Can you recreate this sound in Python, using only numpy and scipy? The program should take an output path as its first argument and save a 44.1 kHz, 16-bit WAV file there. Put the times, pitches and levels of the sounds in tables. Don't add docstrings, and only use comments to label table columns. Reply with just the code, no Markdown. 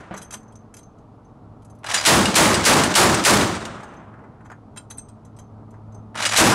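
import sys
import numpy as np
from scipy import signal
from scipy.fft import rfft, irfft, next_fast_len
from scipy.io import wavfile
from scipy.ndimage import uniform_filter1d, map_coordinates

SR = 44100
rng = np.random.default_rng(int(sys.argv[2]) if len(sys.argv) > 2 else 0)


def invert_db(x):
    u = np.asarray(x, float) / 20
    return 10 ** u


def transcribe(signal):
    frames = np.atleast_2d(signal).T
    limited = np.clip(frames, -1, 1)
    pcm = np.round(limited * 32767).astype(np.int16)
    wavfile.write(sys.argv[1], SR, pcm)


N = 288414

# t/s, blast level ahead of the limiter/dB
SHOTS = [
    (-0.55, -3),
    (2.058, 4.5),
    (2.352, 3.5),
    (2.650, 1),
    (2.950, 2),
    (3.248, 1),
    (6.369, 2),
]
# press t/s, release t/s, motor already turning for/s, rattle level/dB
PULLS = [
    (1.834, 3.439, .025, -0.5),
    (6.145, 6.6, .06, 2),
]
# f/Hz, level per Hz/dB
CHAIN_COLOUR = [(88, -42.5), (150, -10), (462, -12.5), (618, -1), (2410, -2.5), (2790, -7.5), (3230, -4.5),
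                (4810, -9), (5460, -7), (10500, -15.5), (11500, -22), (15000, -54.5), (22000, -120)]


def unit(x):
    return x / np.sqrt(np.mean(x ** 2) + 1e-20)


def along(points, hz):
    f, *cols = np.transpose(points)
    return [np.interp(np.log(hz + 1), np.log(f + 1), c) for c in cols]


def wobble(rate):
    knots = rng.standard_normal(int(N * rate / SR) + 4)
    return map_coordinates(knots, [np.arange(N) * rate / SR])


def filtered(x, response):
    m = next_fast_len(len(x) + 8192)
    return irfft(rfft(x, m) * response(np.fft.rfftfreq(m, 1 / SR)), m)[:len(x)]


def colour(spectrum, f):
    return invert_db(along(spectrum, np.minimum(f, 11400))[0])


def peaks(table, f):
    return sum(invert_db(db) / (1 + (2 * (f - c) / w) ** 2) for c, w, db in table)


def noise_decay(t, t60):
    return rng.standard_normal(len(t)) * invert_db(-60 * t / t60)


def add(track, s, sound):
    part = track[round(s * SR):][:len(sound)]
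    part += sound[:len(part)]


def ring(modes, t, scatter_db):
    hz, db, t60 = np.transpose(modes)[:, :, None]
    luck = rng.standard_normal((2, len(modes), 1))
    envelope = invert_db(db + scatter_db * luck[1] - 60 * t / t60)
    tones = np.sin(2 * np.pi * hz * (1 + 0.0014 * luck[0]) * t) * envelope
    return tones.sum(0) / np.linalg.norm(invert_db(db))


def chatter(sound, t, spread):
    short = t[:SR // 20]
    contacts = rng.standard_normal(len(short)) ** 3 * (short / spread) ** .5 * np.exp(-short / spread)
    return signal.fftconvolve(sound, contacts / np.linalg.norm(contacts))[:len(t)]


def knock(t, t60):
    # f/Hz, level/dB, t60/s
    deck_modes = [(700, -4, .09), (880, 0, .07), (1010, 0, .07), (1425, 0, .09), (2050, -3, .05)]
    puff = filtered(noise_decay(t, t60), lambda f: f / 900 / (1 + (f / 1700) ** 7))
    return .55 * ring(deck_modes, t, scatter_db=3.5) * (1 - np.exp(-t / .003)) + 2.1 * puff


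def sea():
    hiss = filtered(rng.standard_normal(N), lambda f: (f > 1200) / (1 + (f / 2500) ** 1.5))
    return invert_db(-73.5) * unit(hiss)


def steady_tone(hz, db):
    phase = 2 * np.pi * np.cumsum(hz + .6 * wobble(6)) / SR
    return np.sqrt(2) * invert_db(db + 1.5 * wobble(10)) * np.sin(phase)


def engine():
    # t/s, firing tone level/dB
    tone_levels = [(0, -64), (.232, -66), (.364, -50), (.572, -53), (.744, -55), (.892, -55.5), (1.21, -53),
                   (1.292, -51), (1.82, -46), (3.9, -64.5), (4.1, -52), (4.16, -50), (4.23, -48),
                   (4.34, -50.5), (5.22, -49.5), (5.66, -42.5), (5.96, -41), (6.12, -41)]
    # f/Hz, level per Hz/dB
    rumble_colour = [(12, -39), (20, -3.5), (54, -2), (108, 0), (166, -3.5), (221, -6.5), (306, -7),
                     (361, -16.5), (399, -9), (531, -17), (612, -12), (939, -15.5), (1300, -20),
                     (1650, -35), (2600, -49.5), (3380, -76), (5720, -120)]
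    # f/Hz, level/dB
    hum_tones = [(264, -61.5), (312, -65.5), (468, -66.5)]
    firing_hz, second_hz = 107, 219.4
    tone_db = np.interp(np.arange(N) / SR, *np.transpose(tone_levels))
    lift_db = tone_db + 49
    second_db = -54.5 + 0.6 * lift_db + 2.0 * wobble(3)
    rumble_db = -46 + 0.25 * lift_db + 0.48 * wobble(13) + 1.1 * wobble(60)
    rumble = unit(filtered(rng.standard_normal(N), lambda f: invert_db(along(rumble_colour, f)[0])))
    hum = steady_tone(firing_hz, tone_db) + steady_tone(second_hz, second_db)
    hum += sum(steady_tone(hz, db) for hz, db in hum_tones)
    return hum + invert_db(rumble_db) * rumble


def scrape(t):
    envelope = invert_db(-60 * t / 0.026) + 0.106 * invert_db(-60 * t / 0.16)
    return filtered(rng.standard_normal(len(t)) * envelope, lambda f: (f > 1800) / (1 + (f / 13000) ** 4))


def settling(t):
    return 0.33 + 0.69 * invert_db(-60 * t / 0.07)


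def landings():
    # long ring/dB, upper ring/dB, top ring/dB, knock/dB
    poses = [
        (-6, -13, -15, -5.5),
        (-20, -8.5, -12.5, -4.5),
        (-14, -11, -9.5, -5),
        (-23, -28, -21, 16.5),
    ]
    # t/s, peak level/dB, extra ring/dB
    on_mouth = [(.2146, -29, -6), (.2462, -55, 10), (.3067, -27.5, -3.5), (.4035, -61, 5), (.4295, -53, 2),
                (.4792, -61, 9), (.5217, -48, -11), (.5545, -45, 6), (.7392, -31.5, -6), (.829, -49, 4),
                (1.245, -68, 7), (3.8794, -56, 1), (3.9644, -60, 6), (4.915, -54, 2), (4.99, -45.5, 9),
                (5.9199, -54, 1.5), (5.9437, -50.5, -1)]
    # t/s, peak level/dB, extra ring/dB
    on_side = [(.3234, -24.5, -1), (.3644, -44, 1), (.7864, -39.5, 6), (1.6205, -50.5, -3),
               (1.6472, -47.5, -1), (4.9072, -26, -4), (4.9806, -34.5, 9.5), (5.0846, -43.5, 10),
               (5.3872, -36.5, -3.5), (5.7054, -53, 1)]
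    # t/s, peak level/dB, extra ring/dB
    on_rim = [(.165, -30.5, -4), (.175, -24.5, -7), (.2261, -32.5, 3), (.3375, -21, -4), (.7672, -35.5, 8),
              (.982, -54.5, -12), (1.6985, -48, -2), (1.7492, -56, 1), (1.7868, -53.5, 2),
              (4.9004, -34.5, 0), (4.9731, -45.5, 18), (5.2497, -45, -9), (5.3647, -47, -6)]
    # t/s, peak level/dB, extra knock/dB
    on_base = [(.0044, -41, -7), (.0344, -54.5, 9), (0.1388, -31, -4), (0.3365, -28, -13), (3.7506, -48, 2),
               (3.8015, -42, -2), (3.831, -34, -8), (3.9364, -46, -10), (4.14, -61.5, 11.5),
               (4.1897, -62, 11), (4.2385, -59.5, 10.5), (4.447, -51.5, -5.5), (4.4566, -45, -5),
               (4.4994, -44, 0.5), (4.5156, -43, 3.5), (5.7394, -57.5, 3), (5.8684, -66, -5)]
    out = []
    for rows, pose, own in zip([on_mouth, on_side, on_rim, on_base], poses, np.eye(len(poses))):
        for s, db, extra_db in rows:
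            out.append((s, db, *(np.array(pose) + extra_db * own)))
    return out


def cases():
    # f/Hz, level/dB, t60/s
    wall_modes = [(2600, -9, .04), (3250, -7, .045), (3960, -9, .06), (4600, -12, .05), (5100, -12, .06),
                  (6000, -4, .05), (6620, -6, .06), (7170, -2, .055), (7750, -9, .05)]
    # f/Hz, level/dB, t60/s
    ring_modes = [
        [(6232, 0, .27), (6266, -4, .22)],
        [(8415, 0, .07), (8330, -20, .18)],
        [(9680, -3, .06), (10700, -2, .045), (11030, 0, .04), (11450, -11, .06), (12350, -12, .08)],
    ]
    out, t = np.zeros(N), np.arange(SR // 2) / SR
    settle = settling(t)
    for s, db, *rings_db, knock_db in landings():
        rings = sum(invert_db(level + 1.5) * ring(modes, t, scatter_db=4.5)
                    for level, modes in zip(rings_db, ring_modes))
        wall = chatter(0.52 * scrape(t) + 0.48 * ring(wall_modes, t, scatter_db=4.0), t, spread=0.0056)
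        clink = settle * wall + chatter(settle * rings, t, spread=0.0043)
        thump = invert_db(knock_db - 7.0) * knock(t, t60=0.091)
        add(out, s, invert_db(db - 1.5) * (clink + thump))
    return out


def belt_link():
    # t/s, peak level/dB, knock/dB
    drops = [
        (4.406, -56, 29.5),
        (4.7611, -29.5, 5.5),
        (4.7719, -16.5, -6),
        (4.795, -43.5, 11),
    ]
    # f/Hz, level/dB, t60/s
    link_modes = [(2654, -6, .05), (3200, -6, .04), (3967, -5, .06), (5100, -10, .04), (6142, -5, .045),
                  (7321, -2, .085), (8608, 0, .095), (9787, -14, .07)]
    out, t = np.zeros(N), np.arange(SR // 2) / SR
    swell = 1 - np.exp(-t / 0.00117)
    for s, db, knock_db in drops:
        steel = chatter(settling(t) * ring(link_modes, t, scatter_db=0.5), t, spread=0.0038)
        body = 0.87 * scrape(t) + 1.38 * steel + invert_db(knock_db) * knock(t, t60=0.065)
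        add(out, s, invert_db(db - 14.0) * swell * body)
    return out


def heavy_thud():
    # t/s, peak level/dB
    thuds = [
        (0.11, -16),
        (0.127, -20.5),
    ]
    # f/Hz, level/dB, t60/s
    locker_modes = [(194, -4, 0.39), (332, -9, 0.32), (427, -18, 0.2), (549, -9, 0.59), (711, -3, 0.072),
                    (864, -40, 1.1), (1004, -27, 2.6)]
    out, t = np.zeros(N), np.arange(SR // 2) / SR
    damped = [(hz, level, min(t60, .3)) for hz, level, t60 in locker_modes]
    for s, db in thuds:
        puff = filtered(noise_decay(t, 0.4), lambda f: 1 / (1 + (f / 1800) ** 3.3))
        add(out, s, invert_db(db - 10) * (ring(damped, t, scatter_db=0.5) + 1.1 * puff))
    return out


def blows():
    # opening a burst, lead before round/s, peak/dB; the same two within a burst; part
    chain_turn = [
        (.145, -12.5, 0.15, -16.5, "cam"),
        (.079, -15, 0.065, -31.5, "pawl"),
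        (.041, -24.5, .04, -32.5, "ram"),
        (0.0068, 3, 0.0093, -7.5, "lock"),
    ]
    # t/s, peak level/dB
    feeds = [(1.9428, 2), (2.2553, -4), (2.5425, -2.5), (2.836, -3.5), (3.1426, -5.5), (6.2625, -5)]
    # t after press/s, peak level/dB, part
    engaging = [
        (.009, -26, "sear"),
        (.03, -21.5, "cam"),
    ]
    # t/s, peak level/dB, part
    strays = [(1.8944, -22.5, "cam"), (1.964, -27.5, "pawl"), (3.4099, -7.5, "cam"),
              (3.5499, -25.5, "feed"), (3.6094, -32, "feed"), (3.6526, -19.5, "lock"), (6.252, -5, "cam"),
              (6.52, -5, "sear")]
    out = []
    shots = [s for s, _ in SHOTS]
    for last, s in zip(shots, shots[1:]):
        opens_burst = s - last > .5
        for first_s, first_db, later_s, later_db, part in chain_turn:
            out.append((s - first_s, first_db, part) if opens_burst else (s - later_s, later_db, part))
    for press, *_ in PULLS:
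        out += [(press + lag, db, part) for lag, db, part in engaging]
    return out + [(s, db, "feed") for s, db in feeds] + strays


def bolt():
    part_voices = {"sear": (13, -22, -25, -17), "cam": (-6, -14.5, -18, -21),
                   "feed": (-14, -19.5, -21, -12), "pawl": (-6.5, -24, -5.5, -25.5),
                   "ram": (6.5, -8, -18.5, -17), "lock": (-2.5, -18.5, -23, -19.5)}
    # f/Hz, level/dB, t60/s
    steel_modes = [
        [(4030, 0, .045), (2865, -4, .08)],
        [(4900, 0, .12), (6995, -4, .08), (5980, -10, .07)],
        [(8120, 0, .045), (6100, -6, .04)],
    ]
    # f/Hz, level/dB, t60/s
    breech_modes = [(2860, 0, .06), (3680, -4, .04), (5500, -5, .05), (6350, -8, .05), (8900, -8, .05),
                    (9870, -10, .05), (10900, -9, .05)]
    out, t = np.zeros(N), np.arange(SR // 4) / SR
    for s, db, part in blows():
        knock_db, *rings_db = part_voices[part]
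        crack = rng.standard_normal(len(t)) * (invert_db(-60 * t / .03) + .3 * invert_db(-60 * t / .12))
        crack = filtered(crack, lambda f: invert_db(10.5) * colour(CHAIN_COLOUR, f) * (f > 1500))
        steel = sum(invert_db(level + 13) * ring(modes, t, scatter_db=2.5)
                    for level, modes in zip(rings_db, steel_modes))
        block = chatter(0.57 * ring(breech_modes, t, scatter_db=1.5), t, spread=.002)
        thump = invert_db(knock_db - 1) * knock(t, t60=.05)
        add(out, s, invert_db(db - 11) * (crack + chatter(steel, t, spread=.003) + block + thump))
    return out


def bulkheads(x):
    t = np.arange(SR // 4) / SR
    tail = noise_decay(t, 0.14) * (t > .003)
    return invert_db(-11.0) * signal.fftconvolve(x, tail / np.linalg.norm(tail))[:N]


def drive():
    # t after press/s, rattle level/dB
    chain_load = [(0, -35), (.01, -35.5), (.083, -22.5), (.097, -23), (.115, -20), (.163, -28), (.2, -23.5),
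                  (.45, -31.5)]
    # f/Hz, width/Hz, level/dB
    housing = [(2940, 48, 3.5), (4060, 82, -3), (5030, 32, -8), (5850, 47, -11.5), (5930, 200, 2.5),
               (6990, 66, -9.5), (7800, 130, -0.5), (10900, 38, -10.5)]
    whine_hz, spin_up_s, whine_s = 10900, .037, .203
    run_down_db_per_s = 112
    brighten_s, dull_hz = 0.058, 2500
    t, level, whine, slow = np.arange(N) / SR, np.zeros(N), np.zeros(N), np.zeros(N)
    for press, release, head, db in PULLS:
        age = np.maximum(t - press, 0)
        pressed = t > press
        load_db = np.interp(age, *np.transpose(chain_load))
        load_db -= run_down_db_per_s * np.maximum(t - release, 0)
        level += invert_db(db + load_db) * pressed
        slow += np.exp(-age / brighten_s) * pressed
        slip = np.exp(-(age + head) / spin_up_s)
        phase = 2 * np.pi * np.cumsum(whine_hz * (1 - slip) * (1 + 0.0041 * wobble(300))) / SR
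        whine_level = invert_db(-56 - 16 * slip + 3 * wobble(120))
        whine += whine_level * np.sin(phase) * pressed * (age < whine_s)
    ticks = rng.standard_normal(N) * invert_db(4 * wobble(200) + 2.5 * wobble(45))
    rattle = unit(filtered(ticks, lambda f: colour(CHAIN_COLOUR, f) * (1 + 0.55 * peaks(housing, f))))
    fizz = filtered(rattle, lambda f: 1 / (1 + (dull_hz / (f + 1)) ** 4))
    return whine + level * invert_db(-0.5) * (rattle - slow * fizz)


def blasts():
    # f/Hz, level per Hz/dB
    blast_colour = [(18, -48), (30, -18), (97, -3), (243, -0.5), (335, -3.5), (475, -3), (538, -3),
                    (822, -4), (1030, -4), (2930, -11.5), (7530, -13), (11500, -20.5), (15000, -52.5),
                    (22000, -120)]
    # f/Hz, build-up/s, roll t60/s, far echo level/dB, echo t60/s
    mount_roll = [(40, .12, 0.39, -20, 1.7), (80, 0.089, 0.35, -30, 2), (129, 0.13, 0.54, -29, 2.8),
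                  (250, 0.097, 0.46, -33.5, 2.2), (604, 0.061, 0.4, -32, 2.3),
                  (1320, 0.027, 0.41, -27, 1.97), (2470, 0.0059, 0.34, -27, 1.37),
                  (4360, 0.0056, 0.27, -16, 0.76), (9200, 0.0053, 0.3, -21.5, 0.83),
                  (15000, 0.0053, 0.41, -55, 0.45)]
    # f/Hz, width/Hz, level/dB
    plates = [(108, 4.7, -9), (197, 12, -0.5), (221, 17, -5.5), (322.4, 22, -1), (344, 34, 0),
              (374, 35, -9.5), (550, 25, -13.5), (610, 20, -6.5), (768, 13, -5.5)]
    out = np.zeros(N + SR)
    for s, db in SHOTS:
        hz, t, z = signal.stft(rng.standard_normal(int(1.6 * SR)), SR, nperseg=256)
        build, t60, far_db, far_t60 = along(mount_roll, hz[:, None])
        gather = (1 - np.exp(-(t + .002) / (0.32 * build))) ** 2
        decay = invert_db(-60 * t / t60) + invert_db(far_db - 60 * t / far_t60)
        roll = signal.istft(z * gather * decay, SR, nperseg=256)[1]
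        roll = filtered(roll, lambda f: colour(blast_colour, f) * (1 + 0.58 * peaks(plates, f)))
        age = np.arange(len(roll)) / SR
        early_clumps_db = 4.1 * np.exp(-age / 0.18) * wobble(150)[:len(roll)]
        clumps_db = 1.1 * wobble(45)[:len(roll)]
        roll *= invert_db(early_clumps_db + clumps_db) * (1 - np.exp(-age / 0.0044))
        add(out, s + 1, invert_db(db) * roll / np.sqrt(np.mean(roll[:SR // 10] ** 2)))
    return out[SR:]


def scene():
    metal = bolt() + cases() + belt_link() + heavy_thud()
    return (blasts() + drive() + metal + bulkheads(metal) + engine() + sea())[None]


def top_cut(x):
    return signal.sosfilt(signal.butter(12, 16480, fs=SR, output="sos"), x)


def record(dry):
    loudness = np.sqrt(np.abs(uniform_filter1d(dry ** 2, size=900)))
    held = dry / (1 + (loudness / invert_db(-15.5)) ** 4) ** 0.07
    flat = held / (1 + np.abs(held / 0.3) ** 3) ** (1 / 3)
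    low_cut_hz, twist_hz, shelf_hz, shelf_db = 48.5, 912.5, 11811.0, -11.0
    cut = lambda f: 1j * f / (low_cut_hz + 1j * f)
    twist = lambda f: ((twist_hz - 1j * f) / (twist_hz + 1j * f)) ** 2
    shelf = lambda f: invert_db(shelf_db / (1 + (shelf_hz / (f + 1)) ** 40)) / (1 + (f / 15600) ** 90)
    shaped = filtered(flat[0], lambda f: cut(f) * twist(f) * shelf(f))
    capped = shaped / (1 + np.abs(shaped / 0.6) ** 6) ** (1 / 6)
    finished = filtered(capped, lambda f: f < 15850)[None]
    return top_cut(finished)


dry = scene()
out = record(dry)
transcribe(out)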